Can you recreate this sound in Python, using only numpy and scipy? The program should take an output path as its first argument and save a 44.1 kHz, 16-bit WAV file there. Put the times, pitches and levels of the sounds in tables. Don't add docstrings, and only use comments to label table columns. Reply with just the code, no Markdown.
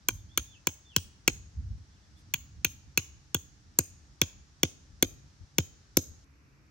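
import sys
import numpy as np
from scipy import signal
from scipy.fft import rfft, irfft, next_fast_len
from scipy.io import wavfile
from scipy.ndimage import uniform_filter1d

SR = 44100
rng = np.random.default_rng(int(sys.argv[2]) if len(sys.argv) > 2 else 0)


def makeup_ratio(level_db):
    decades = np.asarray(level_db, float) / 20
    return 10 ** decades


def dump(signal):
    limited = np.clip(np.atleast_2d(signal).T, -1, 1)
    pcm = np.round(limited * 32767).astype(np.int16)
    wavfile.write(sys.argv[1], SR, pcm)


N = 295470
SPAN = 4096
CUT_S = 6.245


def unit(x):
    return x / np.sqrt(np.mean(x ** 2) + 1e-20)


def at_hz(points, hz):
    points_hz, values = np.transpose(points)
    return np.interp(np.log(np.maximum(hz, 1)), np.log(points_hz), values)


def shaped(x, gain):
    size = next_fast_len(x.shape[-1] + 2048)
    hz = np.arange(size // 2 + 1) * SR / size
    return irfft(rfft(x, size) * gain(hz), size)[..., :x.shape[-1]]


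def band(x, low_hz, high_hz):
    return signal.sosfilt(signal.butter(2, [low_hz, high_hz], "band", fs=SR, output="sos"), x)


def drift(rate):
    knots = rng.standard_normal(int(N / SR * 60) + 2)
    position = np.arange(N) / SR * np.clip(rate, .1, 59)
    return unit(np.interp(position, np.arange(len(knots)), knots))


def bells(rows, power):
    t = np.arange(N) / SR
    return sum(makeup_ratio(power * db) * np.exp(-((t - s) / half_s) ** 2) for s, db, half_s in rows)


# f/Hz, level/dB [dB per Hz]
FIELD_COLOUR = [(160, -28), (280, -8), (335, -12), (441, -15), (486, -18), (778, -18), (843, -15.5),
                (915, -19), (1720, -17.5), (2310, -22.5), (3290, -22), (5810, -16.5), (10600, -41.5),
                (12100, -39), (13500, -61.5)]
# f/Hz, level/dB [dB per Hz]
LATE_COLOUR = [(160, -39), (280, 0), (340, -12), (470, -15.5), (778, -22.5), (1060, -17.5), (1990, -20),
               (2460, -17.5), (3190, -29.5), (5900, -24), (10100, -45), (11900, -34), (13500, -57)]
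# f/Hz, left-right likeness [-1 to 1]
LIKENESS = [(60, 0.84), (130, 0.84), (290, 0.87), (640, 0.24), (1410, -0.15), (3100, 0.22), (6820, 0.11),
            (15000, 0.14)]


def field():
    mid, side = rng.standard_normal((2, N))

    def width(hz):
        alike = np.clip(at_hz(LIKENESS, hz), -.5, .95)
        return np.sqrt((1 - alike) / (1 + alike))

    def hiss(colour):
        both = shaped(mid, lambda hz: makeup_ratio(at_hz(colour, hz)))
        apart = shaped(side, lambda hz: makeup_ratio(at_hz(colour, hz)) * width(hz))
        midrange_rms = np.sqrt(np.mean(band(both, 700, 8000) ** 2))
        return np.array([both + apart, both - apart]) / midrange_rms

    early = np.arange(N) / SR < CUT_S
    level_db = np.where(early, -70, -72.5) + 0.22 * drift(3.8)
    return np.where(early, hiss(FIELD_COLOUR), hiss(LATE_COLOUR)) * makeup_ratio(level_db)


# f/Hz, width/Hz, level/dB
HUM = [(69, 14, -64), (138, 9.1, -70), (303, 32, -77.5)]


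def hum():
    out = np.zeros(N)
    for hz, width_hz, db in HUM:
        order = band(rng.standard_normal(N), hz - width_hz / 2, hz + width_hz / 2)
        out += makeup_ratio(db + 2.5 * drift(1.1)) * unit(order)
    return out


# t/s, rise/s, hold/s, fall/s, level/dB
BIRD = [(.17, .001, 0.04, .001, -59), (.28, 0.048, 0.037, 0.00068, -59.5), (.455, .001, 0.068, 0.035, -56),
        (.84, 0.0012, 0.05, 0.051, -56), (1.91, 0.034, 0.0041, 0.025, -71), (2.01, 0.035, .02, 0.0009, -73),
        (2.15, 0.0263, .02, .001, -63.5)]


def bird():
    from_hz, held_hz, down_hz, sag_hz_per_s = 3120, 3570, 2620, 900
    out, t = np.zeros(N), np.arange(N) / SR
    for s, rise_s, hold_s, fall_s, db in BIRD:
        linger_s = .7 * fall_s
        turns = s + np.cumsum([0, rise_s, hold_s, fall_s, linger_s])
        hz = np.interp(t, turns[:-1], [from_hz, held_hz, held_hz - sag_hz_per_s * hold_s, down_hz])
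        swell = np.clip(np.minimum(t - s, turns[-1] - t) / .022, 0, 1)
        out += makeup_ratio(db) * swell * np.sin(2 * np.pi * np.cumsum(hz) / SR)
    blur = rng.standard_normal((2, 3000)) * np.exp(-np.arange(3000) / SR / .022)
    blur[:, 0] = 13
    return signal.fftconvolve(out[None], blur / 28, axes=1)[:, :N]


def buffet(alike, low_hz, high_hz, even):
    shared = rng.standard_normal(N) * np.sqrt(alike)
    pair = shared + rng.standard_normal((2, N)) * np.sqrt(1 - alike)
    x = band(band(pair, low_hz, high_hz), .85 * low_hz, 1.15 * high_hz)
    return x / np.sqrt(uniform_filter1d(np.mean(x ** 2, axis=0), size=even) + 1e-12)


# t/s, peak level/dB, half length/s
GUSTS = [(0.147, -41.5, 0.031), (0.237, -47.5, 0.037), (.4, -43, 0.021), (0.493, -52, 0.039),
         (1.06, -53.5, 0.031), (1.379, -47.5, 0.069), (1.467, -47, 0.017), (1.593, -34.5, 0.029),
         (1.699, -35, 0.057), (1.9, -65, 0.089), (2.223, -56.5, 0.025), (2.502, -52.5, 0.14),
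         (2.75, -57.5, 0.067), (2.87, -51, 0.022), (3.154, -60.5, 0.091), (3.9, -58, .08),
         (4.346, -61.5, 0.047), (4.917, -52, 0.026), (5.09, -50, .06), (5.23, -53.5, .025),
         (5.428, -43, 0.018), (5.699, -57.5, 0.034), (6.111, -46.5, 0.026), (6.204, -60, 0.027)]


def wind():
    breeze_db, late_breeze_db = -61, -67.5
    flutter_floor_db, flutter_follows = -69, 0.52
    early = np.arange(N) / SR < CUT_S
    breeze = makeup_ratio(2 * np.where(early, breeze_db, late_breeze_db))
    rumble_db = 10 * np.log10(bells(GUSTS, 2) + breeze)
    flutter_db = flutter_floor_db + flutter_follows * (rumble_db - breeze_db)
    lumps = uniform_filter1d(drift(18), size=900)
    rumble = buffet(.8, 42, 105, even=5000) * makeup_ratio(rumble_db + 2 * lumps)
    flutter = buffet(.75, 100, 230, even=3500) * makeup_ratio(flutter_db + 2.5 * lumps)
    return rumble + flutter


# t/s, level/dB, half length/s
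RUSTLE = [
    (1.78, -77, 0.011),
    (2.194, -69, 0.025),
    (6.245, -72, 0.0034),
]


def rustle():
    return bells(RUSTLE, 1) * unit(band(rng.standard_normal((2, N)), 1500, 9700))


# t/s [after the blow], level/dB
SLAP = [
    (0.0194, -23.5),
    (0.02, -35),
    (.0255, -46),
]


def slap(x):
    returns = np.zeros((2, 1500))
    for s, db in SLAP:
        returns[0, round(s * SR)] = makeup_ratio(db)
        returns[1, round((s + .0002) * SR)] = makeup_ratio(db)
    dulled = band(band(x, 170, 8000), 110, 9500)
    return signal.fftconvolve(dulled[None], returns, axes=1)[:, :N]


# t/s [after the blow], level/dB
WASH = [(.004, 8), (.015, 9), (.03, -2), (.07, -4.5), (.1, -10.5), (.25, -25.5), (.6, -54)]
# t/s [after the blow], level/dB
TREBLE_WASH = [(.004, 9), (.012, -4), (.03, -2), (.07, -5), (.1, -13), (.16, -32.5), (.6, -88)]
# f/Hz, level/dB
WASH_COLOUR = [(100, -1.5), (300, -1), (700, 0), (1800, -7.5), (2500, 0), (5000, -3.5), (6000, 0),
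               (6650, 8.5), (7400, -5.5), (9200, 1.5), (10400, -26), (12200, 2), (14100, -21.5),
               (15600, 3.5)]


def surroundings(steel, soil, wash_db=-23, split_hz=8000):
    t = np.arange(int(.6 * SR)) / SR

    def decay(rows):
        return makeup_ratio(np.interp(t, *np.transpose(rows), left=-120))

    noise = rng.standard_normal((2, len(t)))
    dull = signal.sosfilt(signal.butter(4, split_hz, fs=SR, output="sos"), noise)
    bright = signal.sosfilt(signal.butter(4, split_hz, "high", fs=SR, output="sos"), noise)
    returns = makeup_ratio(wash_db - 32.5) * (dull * decay(WASH) + bright * decay(TREBLE_WASH))
    wandering_phase = np.cumsum(.22 * rng.standard_normal(N))
    smeared = steel * np.sqrt(2) * np.cos(wandering_phase)
    coloured = shaped(smeared + soil, lambda hz: makeup_ratio(at_hz(WASH_COLOUR, hz)))
    return signal.fftconvolve(coloured[None], returns, axes=1)[:, :N] + slap(steel + soil)


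# f/Hz, left lead/radians
PORT_PHASE = [(0, 0), (700, .4), (1550, .35), (2930, 1.2), (6200, 1.5), (7400, 1.9), (8700, -.6),
              (12300, -6.8), (13500, -9), (15200, -12.3), (16700, -12.6)]
# f/Hz, left minus right level/dB
PORT_BALANCE = [(60, .5), (250, 1.4), (1000, .6), (2400, 3.2), (4400, 2.3), (7000, 3.4), (9000, 0),
                (15000, 0)]


def ports(x):
    phase_hz, lead = np.transpose(PORT_PHASE)

    def half(hz):
        return makeup_ratio(at_hz(PORT_BALANCE, hz) / 2) * np.exp(.5j * np.interp(hz, phase_hz, lead))

    return np.array([shaped(x, half), shaped(x, lambda hz: 1 / half(hz))])


def ring(force, hz, t60):
    r, w = makeup_ratio(-60 / (t60 * SR)), 2 * np.pi * hz / SR
    return signal.lfilter([0, np.sin(w)], [1, -2 * r * np.cos(w), r * r], force)


# f/Hz, level/dB, t60/s
HOLE = [(258, -1.5, 0.05), (317, -1, 0.047), (522, -3.5, 0.022), (703, -7.5, 0.017)]
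FACES = [1, 1, -1, -1]


def turf(db, delay_s=.0035):
    push = np.zeros(SPAN)
    push[round(delay_s * SR):][:40] = np.hanning(40)
    modes = sum(makeup_ratio(m_db) * ring(push, hz, t60) * sign for (hz, m_db, t60), sign in zip(HOLE, FACES))
    return makeup_ratio(db) * unit(modes)


def ground_wave(db, swell_s, steepness):
    start_hz, end_hz, glide_s, delay_s = 465, 85, .0054, .0022
    t = np.maximum(np.arange(SPAN) / SR - delay_s, 0)
    turns = end_hz * t + (start_hz - end_hz) * glide_s * (1 - np.exp(-t / glide_s))
    swell = (t * np.exp(-t / swell_s)) ** steepness
    return makeup_ratio(db) * unit(np.sin(2 * np.pi * turns) * swell)


def contact(rise_s=.0013, fall_s=.0008):
    t = np.arange(SPAN) / SR
    swell = np.where(t < rise_s, t / rise_s, np.exp(-np.maximum(t - rise_s, 0) / fall_s))
    return rng.standard_normal(SPAN) * swell


def family(force, modes, main_hz, db):
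    pitches = [hz or main_hz for hz, m_db, t60 in modes]
    out = np.zeros(SPAN)
    for pitch, (_, m_db, t60) in zip(pitches, modes):
        out += makeup_ratio(m_db + 2.5 * rng.standard_normal()) * ring(force, pitch, t60)
    return makeup_ratio(db) * unit(band(out, .85 * min(pitches), 1.09 * max(pitches)))


# f/Hz [0: placed by the blow], level/dB, t60/s
LOW_BEND = [(0, 0, .018), (2380, -3, .016), (2650, -3, .014)]
UPPER_BEND = [(0, 0, .013), (3400, -6, .01), (4200, -8, .01)]
MID_KNOCK = [(0, 0, .013), (1050, -2, .007)]
STAKE_RING = [(0, 0, .009), (5800, -9, .007), (6600, -3, .008), (7000, -5, .008)]
HEAD_RING = [(0, 0, .008), (11500, -6, .005), (12500, -4, .005)]
EDGE_RING = [(0, 0, .009), (14800, -11, .005)]
# f/Hz, level/dB
CRACK = [(300, -35.5), (1000, -4.5), (2000, -12), (5000, -6.5), (7300, -2.5), (8500, 4), (10000, 9),
         (14000, -8), (16000, -1.5), (17000, -10.5)]


def steel_hit(s, stake_db, stake_hz, low_db, low_hz, crack_db, head_db, upper_db, knock_db):
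    rebound_db = -15.5 - 0.39 * crack_db
    first, again = contact(), np.roll(contact(), round(0.003 * SR))
    soft = first + makeup_ratio(rebound_db) * again
    hard = first + makeup_ratio(rebound_db - 6.5) * again
    upper_hz = 3130 + 70 * s
    head_hz = 12800 - 130 * s
    mid_db = -32.5 + 0.33 * knock_db - 1.1 * s
    edge_db = -57 - 0.56 * head_db
    third_db = stake_db - 34.5 - 0.55 * s
    hit = makeup_ratio(crack_db - 22.5) * unit(shaped(hard, lambda hz: makeup_ratio(at_hz(CRACK, hz))))
    hit += family(soft, LOW_BEND, low_hz, low_db - 19)
    hit += family(soft, UPPER_BEND, upper_hz, upper_db - 12)
    hit += family(soft, MID_KNOCK, 1540, mid_db)
    hit += makeup_ratio(third_db) * unit(ring(soft, 4200, .011))
    hit += family(hard, STAKE_RING, stake_hz, stake_db - 23)
    hit += family(hard, HEAD_RING, head_hz, head_db - 14)
    hit += family(hard, EDGE_RING, 15600, edge_db)
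    return hit


# t/s, stake ring peak level/dB, ring f/Hz, bend peak level/dB, bend f/Hz
BLOWS = [(0.0854, -11.5, 6970, -19, 2380), (0.3749, -11.5, 6260, -23, 2340), (0.67, -10, 6436, -21.5, 2430),
         (0.9627, -8, 6110, -20.5, 2810), (1.277, -7.5, 6510, -11, 2548), (2.3378, -15.5, 6600, -19, 2410),
         (2.6461, -10, 6350, -14, 2480), (2.9746, -10, 6400, -13, 2620), (3.3449, -13.5, 6620, -24, 2740),
         (3.7874, -4, 6530, -28, 2570), (4.2151, -7.5, 6160, -16, 2460), (4.6313, -8.5, 5960, -17.5, 2250),
         (5.025, -7.5, 6530, -19.5, 2195), (5.5828, -8.5, 6190, -17, 2280), (5.9694, -5, 6330, -23.5, 2416)]
# level/dB of crack peak, head ring, upper bend, soil knock, soil boom
SOIL = [(-17.5, -23.5, -27, -32, -48), (-17.5, -25, -25, -32.5, -40.5), (-19, -29.5, -31, -29.5, -32.5),
        (-16.5, -34, -22, -33, -23.5), (-31, -23.5, -24.5, -23, -30.5), (-39, -27.5, -29.5, -53.5, -33.5),
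        (-33, -24.5, -28, -36, -31), (-22, -26, -27, -33, -29), (-23, -28, -26.5, -31, -26),
        (-24, -17.5, -48.5, -27, -26.5), (-23.5, -24.5, -21.5, -28.5, -23.5),
        (-21.5, -26, -21, -23.5, -24.5), (-19, -20, -21, -21.5, -32.5), (-18, -28.5, -25.5, -26, -19.5),
        (-25.5, -16.5, -31, -21.5, -24.5)]


def blows():
    steel, soil = np.zeros(N + SPAN), np.zeros(N + SPAN)
    for blow, (crack_db, head_db, upper_db, knock_db, boom_db) in zip(BLOWS, SOIL):
        s = blow[0]
        at = round((s - .0003) * SR)
        steel[at:at + SPAN] += steel_hit(*blow, crack_db, head_db, upper_db, knock_db)
        soil[at:at + SPAN] += ground_wave(knock_db - 19, 0.0026, 3)
        soil[at:at + SPAN] += ground_wave(boom_db - 14, 0.0093, 1)
        soil[at:at + SPAN] += turf(knock_db - 15 + 0.87 * s)
    return steel[:N], soil[:N]


def scene():
    background = wind() + field() + hum() + bird() + rustle()
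    steel, soil = blows()
    before_cut = np.clip((CUT_S - np.arange(N) / SR) / .004, 0, 1)
    return background + ports(steel + soil) + before_cut * surroundings(steel, makeup_ratio(-0.5) * soil)


def roll_off(x):
    return signal.sosfilt(signal.butter(12, 17130, fs=SR, output="sos"), x)


def record(dry):
    x = signal.sosfilt(signal.butter(2, 35, "high", fs=SR, output="sos"), dry)
    x = .95 * np.tanh(x / .95)
    x = signal.sosfilt(signal.cheby2(12, 60, 17300, fs=SR, output="sos"), x)
    return roll_off(x)


dry = scene()
out = record(dry)
dump(out)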